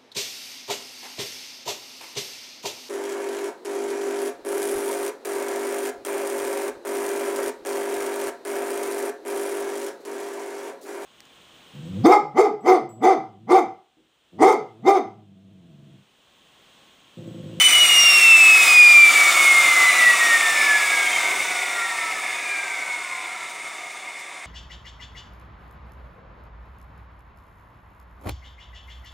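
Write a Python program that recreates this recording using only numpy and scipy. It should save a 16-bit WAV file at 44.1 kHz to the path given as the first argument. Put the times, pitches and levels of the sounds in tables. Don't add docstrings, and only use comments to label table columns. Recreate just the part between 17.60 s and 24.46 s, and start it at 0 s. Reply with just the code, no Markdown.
import sys
import numpy as np
from scipy import signal
from scipy.fft import rfft, irfft
from scipy.io import wavfile
from scipy.ndimage import uniform_filter1d, minimum_filter1d

SR = 44100
rng = np.random.default_rng(int(sys.argv[2]) if len(sys.argv) > 2 else 0)


def pcm_store(signal):
    levels = np.round(np.clip(np.atleast_2d(signal), -1, 1) * 32767)
    wavfile.write(sys.argv[1], SR, levels.astype(np.int16).T)


N = 302526
TIME_S = np.arange(N) / SR

# time in seconds, level in dB.
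WHINE_LEVELS = [(0, -16.5), (.62, -13), (.74, -5.5), (.97, -8.5), (1.03, -18.5), (1.2, -4.5), (1.44, -4.8),
                (1.52, -14), (1.7, -20.5), (1.88, -13.5), (2.3, -18.5), (2.46, -16.5), (2.6, -22),
                (2.87, -20.5), (3.0, -26), (3.13, -22), (3.6, -41), (4.22, -37), (4.55, -40), (5.25, -59),
                (5.62, -39), (6.3, -85)]
# level at top speed in dB, loss in dB per halving of speed.
OVERTONE_LEVELS = [(-37, 18), (-28, 32), (-38.5, 13), (-41, 23), (-52, 23)]
# centre in Hz, width in Hz, lift in dB.
SECOND_RESONANCES = [(6010, 190, 10), (5558, 290, 19.5), (4880, 350, 17), (4020, 78, 10.5), (3590, 120, 14),
                     (3170, 134, 18), (2384, 180, 26.5), (2191, 160, 28)]
THIRD_RESONANCES = [(8960, 160, 5), (7820, 260, 7), (5640, 150, 9), (5260, 280, 15)]
MESH_RESONANCES = [(2640, 140, 15), (2213, 320, 23), (1860, 180, 14), (1600, 110, 10), (1420, 680, 9.5)]
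# multiple of rotor speed, peak time in seconds, swell in seconds, level in dB.
ACCESSORY_TONES = [(.164, 1.7, .25, -48), (.26, 3.9, .3, -56), (.686, 6.4, .4, -57), (.895, .85, .4, -27)]
# time in seconds, roar gain in dB, duct howl gain in dB, hiss gain in dB.
FLOW_GAINS = [(0, 2, 6, 7.5), (1.1, 7, 7.5, 9), (1.8, 7.5, 5, 7.5), (3.3, 4, 3.5, 2.6), (4.7, -2, -2, -5.5),
              (6.86, -11, -12, -15)]
# frequency in Hz, level in dB.
RUSH_SPECTRUM = [(25, -57), (65, -62), (110, -41.5), (250, -35), (500, -32), (1000, -37), (2000, -22.5),
                 (3200, -35), (4400, -30), (7500, -27), (9300, -30), (11000, -38), (13500, -43),
                 (15500, -40)]
# centre in Hz, width in Hz, lift in dB beside the engine, same at the exhaust.
DUCT_RESONANCES = [(427, 190, 0.5, 5), (610, 114, 4.5, 2.5), (741.6, 127, 12, 16.5), (957, 105, 11, 19),
                   (1180, 174, 16, 12), (1360, 148, 13, 5), (2157, 144, 9, 12.5), (2393, 505, 11, 8),
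                   (2907, 480, 9, 3), (3578, 357, 16, 15), (5930, 57, 6, 2), (7150, 270, 6, 1.5),
                   (8910, 1180, 4, 4)]
# time in seconds, position from 0 (beside the engine) to 1 (exhaust).
MIC_PATH = [(2.5, 0), (3.9, 0.87)]
# start in seconds, level in dB.
TICK_EVENTS = [(5.892, -38), (5.93, -46), (6.07, -42), (6.168, -48), (6.222, -51), (6.315, -45),
               (6.35, -52), (6.588, -41), (6.732, -54)]
ECHO_DELAYS_S = [.009252, .01229, .024376]


def rotor(top_hz=3021, drag_per_s=.1682, friction_per_s2=.00412, wobble=.00015):
    speed_hz = top_hz * np.exp(-(drag_per_s + friction_per_s2 * TIME_S) * TIME_S)
    angle_rad = 2 * np.pi * np.cumsum(speed_hz * (1 + wobble * drift(rate_hz=25))) / SR
    return speed_hz, np.log2(top_hz / speed_hz), angle_rad


def rotor_whine(angle_rad, shimmer_db=2.56, echo_share=.25):
    level_db = curve(WHINE_LEVELS, TIME_S)
    unrest = np.interp(level_db, [-18, -9], [1, .3])
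    direct = tone(level_db + unrest * shimmer_db * drift(rate_hz=24), angle_rad)
    echoes = sum(np.pad(direct, (round(delay_s * SR), 0))[:N] for delay_s in ECHO_DELAYS_S)
    return direct + echo_share * unrest * echoes


def overtones(speed_hz, halvings, angle_rad, octave_fading_db=3.0, upper_fading_db=2.5):
    out = np.zeros(N)
    resonances = {2: SECOND_RESONANCES, 3: THIRD_RESONANCES}
    for k, (top_db, loss_db) in enumerate(OVERTONE_LEVELS, 2):
        level_db = top_db - loss_db * halvings + lift_db(resonances.get(k, []), k * speed_hz)
        fading_db = (octave_fading_db if k == 2 else upper_fading_db) * drift(rate_hz=36)
        out += tone(level_db + fading_db, k * angle_rad)
    return out


def gear_mesh(speed_hz, halvings, angle_rad, ratio=1.367, top_db=-41.5, loss_db=10.9):
    level_db = top_db - loss_db * halvings + lift_db(MESH_RESONANCES, ratio * speed_hz)
    fading_db = 2.5 * drift(rate_hz=68)
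    jitter_rad = .73 * drift(rate_hz=40)
    return tone(level_db + fading_db, ratio * angle_rad + jitter_rad)


def accessories(angle_rad, fading_db=2):
    out = np.zeros(N)
    for ratio, peak_s, swell_s, level_db in ACCESSORY_TONES:
        swell = np.exp(-((TIME_S - peak_s) / swell_s) ** 2)
        out += swell * tone(level_db + fading_db * drift(rate_hz=23), ratio * angle_rad)
    return out


def air_rush(rumble_share=.7, fizz_share=1.4, ripple_db=1.52, eddy_db=.77, gust_db=.51):
    size, hop = 2048, 512
    hz = np.fft.rfftfreq(size, 1 / SR)
    frames_s = np.arange(N // hop + 5) * hop / SR
    roar_db, howl_db, hiss_db = (curve(FLOW_GAINS, frames_s, column) for column in (1, 2, 3))
    zones = [(250, rumble_share * hiss_db), (550, roar_db), (1600, roar_db), (2000, howl_db),
             (2600, howl_db), (4300, hiss_db), (9000, hiss_db), (12500, fizz_share * hiss_db)]
    centres_hz, gains_db = zip(*zones)
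    flow_db = np.array([spectrum(list(zip(centres_hz, frame)), hz) for frame in np.transpose(gains_db)])
    field_db = spectrum(RUSH_SPECTRUM, hz) + flow_db
    position = curve(MIC_PATH, frames_s)[:, None]
    for centre_hz, width_hz, beside_db, exhaust_db in DUCT_RESONANCES:
        peak_db = beside_db + position * (exhaust_db - beside_db)
        field_db += lift_db([(centre_hz, width_hz, peak_db)], hz)
    standing_waves = unit(uniform_filter1d(rng.standard_normal(len(hz)), size=2))
    eddies = uniform_filter1d(rng.standard_normal(field_db.shape), size=10, axis=0)
    eddies = unit(uniform_filter1d(eddies, size=24, axis=1))
    field_db += ripple_db * standing_waves + eddy_db * eddies
    noise = rng.standard_normal((len(frames_s) - 1) * hop)
    bins = signal.stft(noise, nperseg=size, noverlap=size - hop)[2]
    rush = signal.istft(bins * amp(field_db.T), nperseg=size, noverlap=size - hop)[1][:N]
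    return rush * amp(gust_db * drift(rate_hz=33))


def gear_rattle(knocks_per_s=45, spread_db=3, peak_s=2.9, peak_db=-19, fade_db_per_s=7,
                ring_hz=2264, rise_s=.001, t60_s=.032):
    knocks = (rng.random(N) < knocks_per_s / SR) * amp(spread_db * rng.standard_normal(N))
    knocks *= amp(peak_db - fade_db_per_s * abs(TIME_S - peak_s))
    t = np.arange(SR // 10) / SR
    ring = (1 - np.exp(-t / rise_s)) * amp(-60 * t / t60_s) * np.sin(2 * np.pi * ring_hz * t)
    return signal.oaconvolve(knocks, ring / abs(ring).max())[:N]


def ticks(rise_s=.0046, decay_s=.018, band_hz=(4500, 8000)):
    t, out = np.arange(SR // 10) / SR, np.zeros(N)
    band = signal.butter(1, band_hz, "bandpass", fs=SR)
    envelope = (1 - np.exp(-t / rise_s)) * np.exp(-t / decay_s)
    for start_s, level_db in TICK_EVENTS:
        burst = envelope * unit(signal.lfilter(*band, rng.standard_normal(len(t))))
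        slot = out[round(start_s * SR):][:len(t)]
        slot += amp(level_db) * burst[:len(slot)]
    return out


def wall_echoes(x, t60_s=.42, echoes_per_s=2000, gap_s=.012):
    t = np.arange(SR // 2) / SR
    taps = rng.choice([-1., 1.], len(t)) * (rng.random(len(t)) < echoes_per_s / SR)
    taps *= (t > gap_s) * amp(-60 * t / t60_s)
    return signal.fftconvolve(x, taps / np.linalg.norm(taps))[:N]


def amp(db):
    return 10 ** (np.asarray(db) / 20)


def unit(x):
    return x / np.sqrt(np.mean(x ** 2) + 1e-20)


def tone(rms_db, phase_rad):
    return np.sqrt(2) * amp(rms_db) * np.sin(phase_rad)


def lift_db(resonances, hz):
    return sum(db / (1 + (2 * (hz - centre_hz) / width_hz) ** 2) for centre_hz, width_hz, db in resonances)


def curve(rows, time_s, column=1):
    rows = np.asarray(rows)
    return np.interp(time_s, rows[:, 0], rows[:, column])


def spectrum(points, hz):
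    points_hz, points_db = np.transpose(points)
    return np.interp(np.log(hz + 1), np.log(points_hz + 1), points_db)


def drift(rate_hz):
    hz = np.fft.rfftfreq(N, 1 / SR)
    return unit(irfft(rfft(rng.standard_normal(N)) * np.exp(-(hz / rate_hz) ** 2), N))


def scene(whine_wet_db=-16, tones_wet_db=-8):
    speed_hz, halvings, angle_rad = rotor()
    whine = rotor_whine(angle_rad)
    tones = overtones(speed_hz, halvings, angle_rad)
    tones += gear_mesh(speed_hz, halvings, angle_rad) + accessories(angle_rad)
    echoes = wall_echoes(amp(whine_wet_db) * whine + amp(tones_wet_db) * tones)
    mono = whine + tones + echoes + air_rush() + gear_rattle() + ticks()
    return np.array([mono, mono])


def record(dry, threshold_db=-13.5, duck_db_per_db=.38, ceiling=.9, cutoff_hz=15800):
    power_db = 10 * np.log10(abs(uniform_filter1d(dry[0] ** 2, size=1500)) + 1e-12)
    excess_db = uniform_filter1d(np.maximum(power_db - threshold_db, 0), size=1000)
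    ducked = dry * amp(-duck_db_per_db * excess_db)
    limiter_gain = ceiling / np.maximum(abs(ducked).max(axis=0), ceiling)
    limited = ducked * uniform_filter1d(minimum_filter1d(limiter_gain, size=600), size=500)
    lowpass = signal.firwin(701, cutoff_hz, window=("kaiser", 9), fs=SR)
    return signal.oaconvolve(limited, lowpass[None], "same")


dry = scene()
out = record(dry)
pcm_store(out)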